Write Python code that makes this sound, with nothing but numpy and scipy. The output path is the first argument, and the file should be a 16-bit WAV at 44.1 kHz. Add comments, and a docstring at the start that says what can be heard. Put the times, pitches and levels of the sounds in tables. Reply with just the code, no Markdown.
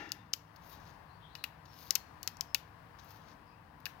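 """Bending a dry hazel rod

The rod is flexed over a knee, close to the left microphone: fibres snap, its bending modes ring
briefly and the trees scatter the sound back. Between bends a hand and sleeve rub along the bark.
An echo fades at the start; small birds whistle far off, over a low distant rumble and a faint hum."""
import sys
import numpy as np
from scipy import signal
from scipy.fft import rfft, irfft, next_fast_len
from scipy.io import wavfile
from scipy.ndimage import map_coordinates

SR = 44100
rng = np.random.default_rng(int(sys.argv[2]) if len(sys.argv) > 2 else 0)


def unload_wav(signal):
    """Save mono or channel-first audio to the path in sys.argv[1] as 16-bit WAV at rate SR, clipped to [-1, 1]."""
    wavfile.write(
        sys.argv[1],
        SR,
        np.round(np.clip(np.atleast_2d(signal).T, -1, 1) * 32767).astype(np.int16),
    )


N = 176400


def amp(db):
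    """Amplitude ratio of a level in decibels."""
    return 10 ** (np.asarray(db) / 20)


def unit(x):
    """Normalisation to an rms of 1."""
    return x / np.sqrt(np.mean(x ** 2) + 1e-20)


def along(points, hz):
    """Interpolation of (frequency [Hz], value) points on a logarithmic frequency axis."""
    f, v = np.transpose(points)
    return np.interp(np.log(hz + 1), np.log(f + 1), v)


def fade(t, t60):
    """Exponential decay, 60 dB down after t60."""
    return np.exp(-np.log(1000) * t / t60)


def wobble(rate):
    """Smooth random modulation: a spline through rate Gaussian values a second."""
    return map_coordinates(rng.standard_normal(N // 8), [np.arange(N) * rate / SR], mode="mirror")


def filtered(x, response):
    """Linear filtering: the spectrum of x is multiplied by a frequency response."""
    size = next_fast_len(x.shape[-1] + SR // 10)
    return irfft(rfft(x, size) * response(np.fft.rfftfreq(size, 1 / SR)), size)[..., :x.shape[-1]]


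def noise(spectrum, size=N):
    """Spectral shaping of white noise, at an rms of 1."""
    return unit(filtered(rng.standard_normal(size), lambda hz: amp(along(spectrum, hz))))


def pulse(spectrum, stretch=1, size=1024):
    """A minimum-phase pulse of peak 1: folding the cepstrum makes the given spectrum causal."""
    hz = np.fft.rfftfreq(size, 1 / SR)
    cepstrum = irfft(np.log(amp(along(spectrum, hz / stretch))))
    cepstrum[1:size // 2] *= 2
    cepstrum[size // 2 + 1:] = 0
    wave = irfft(np.exp(rfft(cepstrum)))
    return wave / np.abs(wave).max()


def tail(t60s):
    """Diffuse reverberation: stereo noise, of energy 1 on the left, decaying at a rate set by frequency."""
    hz, t, spectra = signal.stft(rng.standard_normal((2, SR * 2 // 3)), SR, nperseg=256)
    response = signal.istft(spectra * fade(t, along(t60s, hz)[:, None]), SR, nperseg=256)[1]
    return response / np.linalg.norm(response[0])


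def near(x):
    """Level and phase differences: a source close on the left reaches the right weaker and later."""
    # right channel relative to left (frequency [Hz], gain [dB])
    gain = [(100, 0), (700, -11), (2500, -16), (5400, -16), (9000, -15.5), (14000, -19)]
    # lag of the right channel (frequency [Hz], phase [rad])
    lag = [(100, .1), (1000, 0.86), (1800, 2.15), (2500, 0.32), (4400, 1.4), (5500, 1.5), (7000, 0.45),
           (10500, .9), (15000, 2.5)]
    right = filtered(x, lambda hz: amp(along(gain, hz)) * np.exp(-1j * along(lag, hz)))
    return np.array([x, right])


def distant_rumble():
    """Partially coherent noise: long waves reach both microphones alike, short ones do not."""
    # spectrum of rumble and air (frequency [Hz], relative level [dB])
    spectrum = [(20, -29), (42, -6.5), (70, -1), (150, -2), (200, -10), (290, -10), (380, -16), (520, -15),
                (750, -9.5), (1000, -6), (1350, -14.5), (1700, -13), (2250, -21.5), (2750, -23),
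                (3500, -29), (4800, -29.5), (7000, -40.5), (10000, -38.5), (16000, -35.5)]
    # likeness of the two channels (frequency [Hz], coherence [ratio])
    coherence = [(60, 0.98), (290, 0.59), (640, .55), (1400, 0.34), (3100, 0.041)]
    # excess of left over right (frequency [Hz], level difference [dB])
    balance = [(100, 0.5), (200, 5), (380, 10), (700, 16), (1300, 17), (2400, 14.5), (4400, 10.5),
               (8100, -0.5), (15000, 0.5)]

    def mid_side_gains(hz):
        angle = np.arccos(np.clip(along(coherence, hz), -1, 1)) / 2
        return np.array([np.cos(angle), np.sin(angle)])

    def channel_gains(hz):
        left_share = 1 / (1 + amp(-along(balance, hz)))
        return 2 * np.array([left_share, 1 - left_share])

    mid, side = filtered(np.array([noise(spectrum), noise(spectrum)]), mid_side_gains)
    air = filtered(np.array([mid + side, mid - side]), channel_gains)
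    return amp(-58 + 1.2 * wobble(rate=2.72)) * air


def hum():
    """Random frequency and amplitude modulation make four faint low tones waver."""
    # tones of the hum (frequency [Hz], rms level [dB])
    tones = [(100, -70.5), (164, -70), (297, -75.5), (477.3, -78)]
    total = np.zeros(N)
    for hz, db in tones:
        phase = 2 * np.pi * np.cumsum(hz + 3.5 * wobble(rate=14)) / SR
        flutter = unit(amp(3 * wobble(rate=11)))
        total += amp(db) * np.sqrt(2) * np.sin(phase) * flutter
    return total


def opening_echo():
    """Reverberant decay: a hollow echo with a few resonant bands dies away among the trees."""
    # broadband part (frequency [Hz], relative level [dB])
    spectrum = [(150, -32), (320, 4.5), (580, -6.5), (820, -3.5), (1100, -12), (1420, 3), (1600, -5),
                (1760, 8), (2200, -3), (2700, -5), (3050, -10.5), (3550, -10), (4400, -13.5), (6000, -15),
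                (8500, -40), (15000, -31)]
    # resonances (frequency [Hz], width [Hz], relative level [dB])
    bands = [(297, 62, -4.5), (836, 82, -2.5), (1386, 34, -2), (1745, 56, -1), (2260, 50, -12),
             (2750, 74, -3), (3460, 140, -13)]

    def resonances(hz):
        return sum(amp(db) / (1 + (2 * (hz - centre) / width) ** 2) for centre, width, db in bands)

    ringing = unit(filtered(rng.standard_normal(N), resonances))
    echo = amp(-43) * noise(spectrum) + amp(-47) * ringing
    return near(echo * fade(np.arange(N) / SR, t60=0.63))


def cloth():
    """Friction of sleeve and trouser cloth: a soft low rustle swells as the arm moves."""
    # movements (peak time [s], width [s], level [dB])
    moves = [(.21, 0.16, -64.5), (.84, 0.064, -64), (3.36, 0.19, -65.5), (3.799, 0.17, -66)]
    # rustle spectrum (frequency [Hz], relative level [dB])
    spectrum = [(30, -22), (90, 0), (200, 2), (300, -5.5), (450, -25), (1500, -26), (8000, -54)]
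    t = np.arange(N) / SR
    envelope = sum(amp(db) * np.exp(-((t - s) / width) ** 2) for s, width, db in moves)
    return noise(spectrum) * envelope


def rubbing():
    """Sliding friction: the hand lands on rough bark and strokes it, giving a grainy rasp and hiss."""
    # strokes (peak time [s], rise [s], fall [s], rasp level [dB], hiss level [dB])
    strokes = [(.69, 0.048, 0.067, -60, -56.5), (.89, 0.1, 0.048, -63.5, -71.5),
               (1.825, 0.083, 0.085, -57, -56), (3.10, 0.063, 0.096, -64, -64.5),
               (3.29, 0.024, 0.037, -64, -77)]
    # the hand lands or a flake ticks (time [s], rasp level [dB], hiss level [dB], t60 [s])
    grips = [(.091, -45, -58, 0.018), (0.361, -51, -49, 0.023), (0.56, -53.5, -58.5, .035),
             (.69, -69, -54, 0.085), (.728, -61, -59, 0.049), (1.654, -52.5, -66, 0.048),
             (2.987, -51.5, -64, 0.095), (3.045, -80, -58, 0.037), (3.105, -61, -59, 0.15),
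             (3.802, -61, -57, 0.033)]
    # mid-range friction noise (frequency [Hz], relative level [dB])
    rasp_spectrum = [(300, -27.5), (1500, -4.5), (3000, -2.5), (4500, 2.5), (6400, -2), (8500, -27.5),
                     (16000, -30)]
    # treble friction noise (frequency [Hz], relative level [dB])
    hiss_spectrum = [(300, -44), (8000, -29.5), (10500, -9), (13000, 1.5), (15000, 4.5), (16500, -14)]
    grip_rise_s, grain_db, flutter_db = 0.00063, 2.4, 2.06
    t, rasp, hiss = np.arange(N) / SR, np.zeros(N), np.zeros(N)
    for s, rise, fall, rasp_db, hiss_db in strokes:
        from_peak = (t - s) / np.where(t < s, rise, fall)
        rasp += amp(rasp_db) * np.exp(-from_peak ** 2 / 2)
        hiss += amp(hiss_db) * np.exp(-from_peak ** 2)
    for s, rasp_db, hiss_db, t60 in grips:
        age = np.maximum(t - s, 0)
        touch = (1 - np.exp(-age / grip_rise_s)) * fade(age, t60)
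        rasp += amp(rasp_db) * touch
        hiss += amp(hiss_db) * touch
    roughness = unit(amp(grain_db * wobble(rate=570) + flutter_db * wobble(rate=42)))
    return near(roughness * (rasp * noise(rasp_spectrum) + hiss * noise(hiss_spectrum)))


def bending_wave(size=1024):
    """Dispersion: bending waves travel as the root of frequency, so a snap becomes a falling chirp."""
    # spectrum of the wave (frequency [Hz], relative level [dB])
    spectrum = [(400, -31), (1000, -17), (2150, -7.5), (2750, 3.5), (3300, -9), (4200, -1.5), (5200, -12),
                (8000, -27)]
    fastest_hz, slowest_hz = 7000, spectrum[0][0]
    lag_s = 0.0038  # delay two octaves below fastest_hz
    hz = np.fft.rfftfreq(size, 1 / SR)
    group_delay = lag_s * np.maximum(np.sqrt(fastest_hz / np.maximum(hz, slowest_hz)) - 1, 0)
    phase = 2 * np.pi * np.cumsum(group_delay) * SR / size
    wave = irfft(rfft(pulse(spectrum, size=size)) * np.exp(-1j * phase))
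    return wave * np.cos(np.linspace(0, np.pi / 2, size)) ** 2


def rod_ring(t, pitch_ratio):
    """Free vibration: the rod rings as a sum of damped bending modes of alternating sign."""
    # bending modes (frequency at pitch ratio 1 [Hz], relative level [dB], t60 [s])
    modes = [(840, -23.5, 0.047), (1200, -20.5, 0.04), (1435, -17.5, 0.028), (1623, -17.5, 0.035),
             (1930, -11.5, 0.025), (2317, -11, 0.012), (2600, -5.5, 0.036), (2826, 2, 0.026),
             (3150, -15, 0.018), (3410, -11, 0.028), (4030, -7, 0.025), (4500, -10, 0.025)]
    scatter_db, rise_s = 1.5, 0.00083
    ring = np.zeros(len(t))
    for k, (hz, db, t60) in enumerate(modes):
        gain = (-1) ** k * amp(db + rng.normal(0, scatter_db))
        ring += gain * fade(t, t60) * np.sin(2 * np.pi * hz * pitch_ratio * t)
    return ring * (1 - np.exp(-t / rise_s)) ** 2


def splintering(t):
    """Acoustic emission: the wood splinters for a moment in a decaying burst of noise."""
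    # spectrum of the burst (frequency [Hz], relative level [dB])
    spectrum = [(100, -25), (700, -12.5), (2000, -2.5), (4800, -0.5), (6800, -5.5), (8800, -19.5),
                (12000, -7), (14800, -7.5), (17000, -24.5)]
    rise_s = 0.00072
    return noise(spectrum, size=len(t)) * fade(t, t60=0.032) * (1 - np.exp(-t / rise_s))


def cracks():
    """Brittle fracture: each parting fibre emits a pulse and excites the rod; trees scatter it back."""
    # fractures (time [s], snap level [dB], snap pitch [Hz], click level [dB], knock level [dB],
    # bending wave level [dB], ring level [dB], ring pitch [ratio], splinter level [dB], echo gain [dB])
    fractures = [(0.1193, -14.5, 5150, -24.5, -54, -31, -39, 1.02, -35, -20),
                 (0.3326, -18, 5370, -33, -45, -33, -37, 1.1, -38, -23),
                 (.3362, -9.5, 5430, -22, -42, -23, -37, 1.12, -31, -20),
                 (1.3531, -27, 4360, -40, -33, -31, -37, 1.03, -48.5, -9.5),
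                 (1.4399, -42, 4350, -21, -24, -18, -27, 1, -33.5, -19),
                 (1.9075, -5, 5400, -12, -31, -35, -38.5, 1.06, -29.5, -19.5),
                 (1.9542, -7.5, 5630, -12, -28, -22.5, -31.5, 1, -28.5, -19),
                 (1.9572, -14, 5760, -16, -31, -31, -37.5, .97, -29.5, -25.5),
                 (2.2305, -25.5, 5780, -25, -43, -38.5, -50, 1.08, -44, -13.5),
                 (2.2757, -13, 5320, -20, -31, -30, -47, 1.05, -30.5, -20),
                 (2.3699, -36.5, 5700, -48, -67, -65.5, -63, 1, -77, -16),
                 (2.4094, -11.5, 5410, -21.5, -37, -36, -40, 1.15, -35, -19),
                 (2.5464, -8.5, 5270, -12.5, -29.5, -11.5, -23, 1, -24.5, -21),
                 (3.8559, -23, 4540, -25.5, -49, -25, -32, 1, -32.5, -16),
                 (3.864, -41, 5000, -35, -36, -25, -32, .62, -45, -14.5)]
    # snap before it is shifted to each fibre's pitch (frequency [Hz], relative level [dB])
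    snap_spectrum = [(100, -50), (1500, -37), (3200, -21), (4300, -3.5), (5400, 2), (6900, -5),
                     (8500, -19.5), (16000, -42.5)]
    # treble click (frequency [Hz], relative level [dB])
    click_spectrum = [(100, -51.5), (8500, -41.5), (10500, -10.5), (12500, -0.5), (14500, 3.5),
                      (16000, -10), (18000, -26)]
    # mid-range knock (frequency [Hz], relative level [dB])
    knock_spectrum = [(100, -27), (600, -10.5), (1400, 2), (2800, 3), (4500, -17.5), (12000, -34.5)]
    # reverberation of the near trees (frequency [Hz], t60 [s])
    near_trees = [(200, 0.45), (2000, 0.4), (5000, 0.23), (14000, 0.19)]
    # reverberation of the far trees (frequency [Hz], t60 [s])
    far_trees = [(2000, 0.94), (6000, 0.82), (14000, 0.348)]
    # bright scattering from dry leaves (frequency [Hz], gain [dB])
    leaves = [(8000, -2), (12000, 3)]
    snap_peak_hz = 5400
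    second_click_s, second_click_db = 0.00027, -1.5  # a fibre parts in two quick steps
    rebound_s, rebound_db = 0.0021, -12.5  # reflection off the body
    far_db, splinter_send_db, echo_right_db = -14.5, 10, -12.5
    direct, echo, t = np.zeros(N), np.zeros((2, N)), np.arange(SR // 10) / SR
    for s, snap_db, hz, click_db, knock_db, bend_db, ring_db, ratio, splinter_db, echo_db in fractures:
        click = amp(click_db) * pulse(click_spectrum)
        knock = amp(knock_db) * pulse(knock_spectrum)
        snap = amp(snap_db) * pulse(snap_spectrum, hz / snap_peak_hz) + click + knock
        crack = amp(ring_db) * rod_ring(t, ratio)
        add(crack, 0, snap)
        add(crack, 0, amp(bend_db) * bending_wave())
        trees = amp(echo_db) * (tail(near_trees) + amp(far_db) * tail(far_trees))
        add(echo, s, signal.fftconvolve(crack[None], trees, axes=1))
        splinter = amp(splinter_db) * splintering(t)
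        splinter_echo = signal.fftconvolve(splinter[None], tail(near_trees), axes=1)
        add(echo, s, amp(echo_db + splinter_send_db) * splinter_echo)
        add(direct, s, crack + splinter)
        add(direct, s + second_click_s * rng.lognormal(0, 0.22), amp(second_click_db) * click)
        add(direct, s + rebound_s * rng.lognormal(0, 0.16), amp(rebound_db) * snap)
    bright_echo = filtered(echo, lambda hz: amp(along(leaves, hz)))
    return near(direct) + bright_echo * amp([[0], [echo_right_db]])


def add(track, s, x):
    """Superposition: x is summed into the track from s seconds on."""
    part = track[..., max(round(s * SR), 0):][..., :x.shape[-1]]
    part += x[..., :part.shape[-1]]


def chirp(hz):
    """One bird note that swells and fades; its phase is the integral of its frequency."""
    return np.sin(np.linspace(0, np.pi, len(hz))) * np.sin(2 * np.pi * np.cumsum(hz) / SR)


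def birds():
    """Frequency-modulated tones: clear whistles, and farther warbles smeared by reverberation."""
    # whistles that slide and level off (time [s], length [s], start [Hz], end [Hz], level [dB])
    whistles = [(0.178, 0.062, 3650, 3590, -66), (0.705, 0.049, 3950, 3780, -59),
                (1.075, 0.072, 4210, 4050, -69), (1.666, 0.15, 5470, 5380, -62),
                (1.972, .058, 4340, 4220, -56), (2.203, 0.09, 4500, 4340, -62),
                (2.32, 0.088, 5540, 5600, -66.5), (2.46, 0.097, 5380, 5260, -64)]
    # warbles (time [s], length [s], start [Hz], end [Hz], pitch waver [ratio], relative level [dB])
    warbles = [(1.08, 0.092, 4320, 4550, .02, -67), (1.198, 0.079, 3356, 3620, 0.06, -57),
               (1.22, 0.056, 3310, 3060, .025, -58.5), (1.28, 0.077, 3890, 4180, .06, -63.5),
               (1.358, 0.077, 4140, 3940, 0.05, -57), (3.45, 0.063, 5030, 4890, .045, -67),
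               (3.476, 0.096, 2590, 2475, 0.056, -62)]
    whistle_send_db, warble_direct_db, right_db, echo_t60_s = -6, -4, -19.5, 0.36
    clear, warbled = np.zeros(N), np.zeros(N)
    for s, length, start_hz, end_hz, db in whistles:
        progress = np.linspace(0, 1, int(length * SR))
        add(clear, s, amp(db) * chirp(end_hz + (start_hz - end_hz) * (1 - progress) ** 2))
    for s, length, start_hz, end_hz, waver, db in warbles:
        hz = np.linspace(start_hz, end_hz, int(length * SR))
        hz *= 1 + waver * wobble(rate=505)[:len(hz)]
        add(warbled, s, amp(db) * chirp(hz))
    scattered = warbled + amp(whistle_send_db) * clear
    echo = signal.fftconvolve(scattered[None], tail([(1, echo_t60_s)]), axes=1)[:, :N]
    return (clear + amp(warble_direct_db) * warbled + echo) * amp([[0], [right_db]])


def scene():
    """Superposition of the close rod and hand with the woodland behind them."""
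    return distant_rumble() + hum() + opening_echo() + cloth() + rubbing() + cracks() + birds()


def record(dry):
    """Band limiting: a very steep low-pass filter removes the highest treble."""
    cutoff_hz = 16300
    return filtered(dry, lambda hz: 1 / np.sqrt(1 + (hz / cutoff_hz) ** 160))


dry = scene()
out = record(dry)
unload_wav(out)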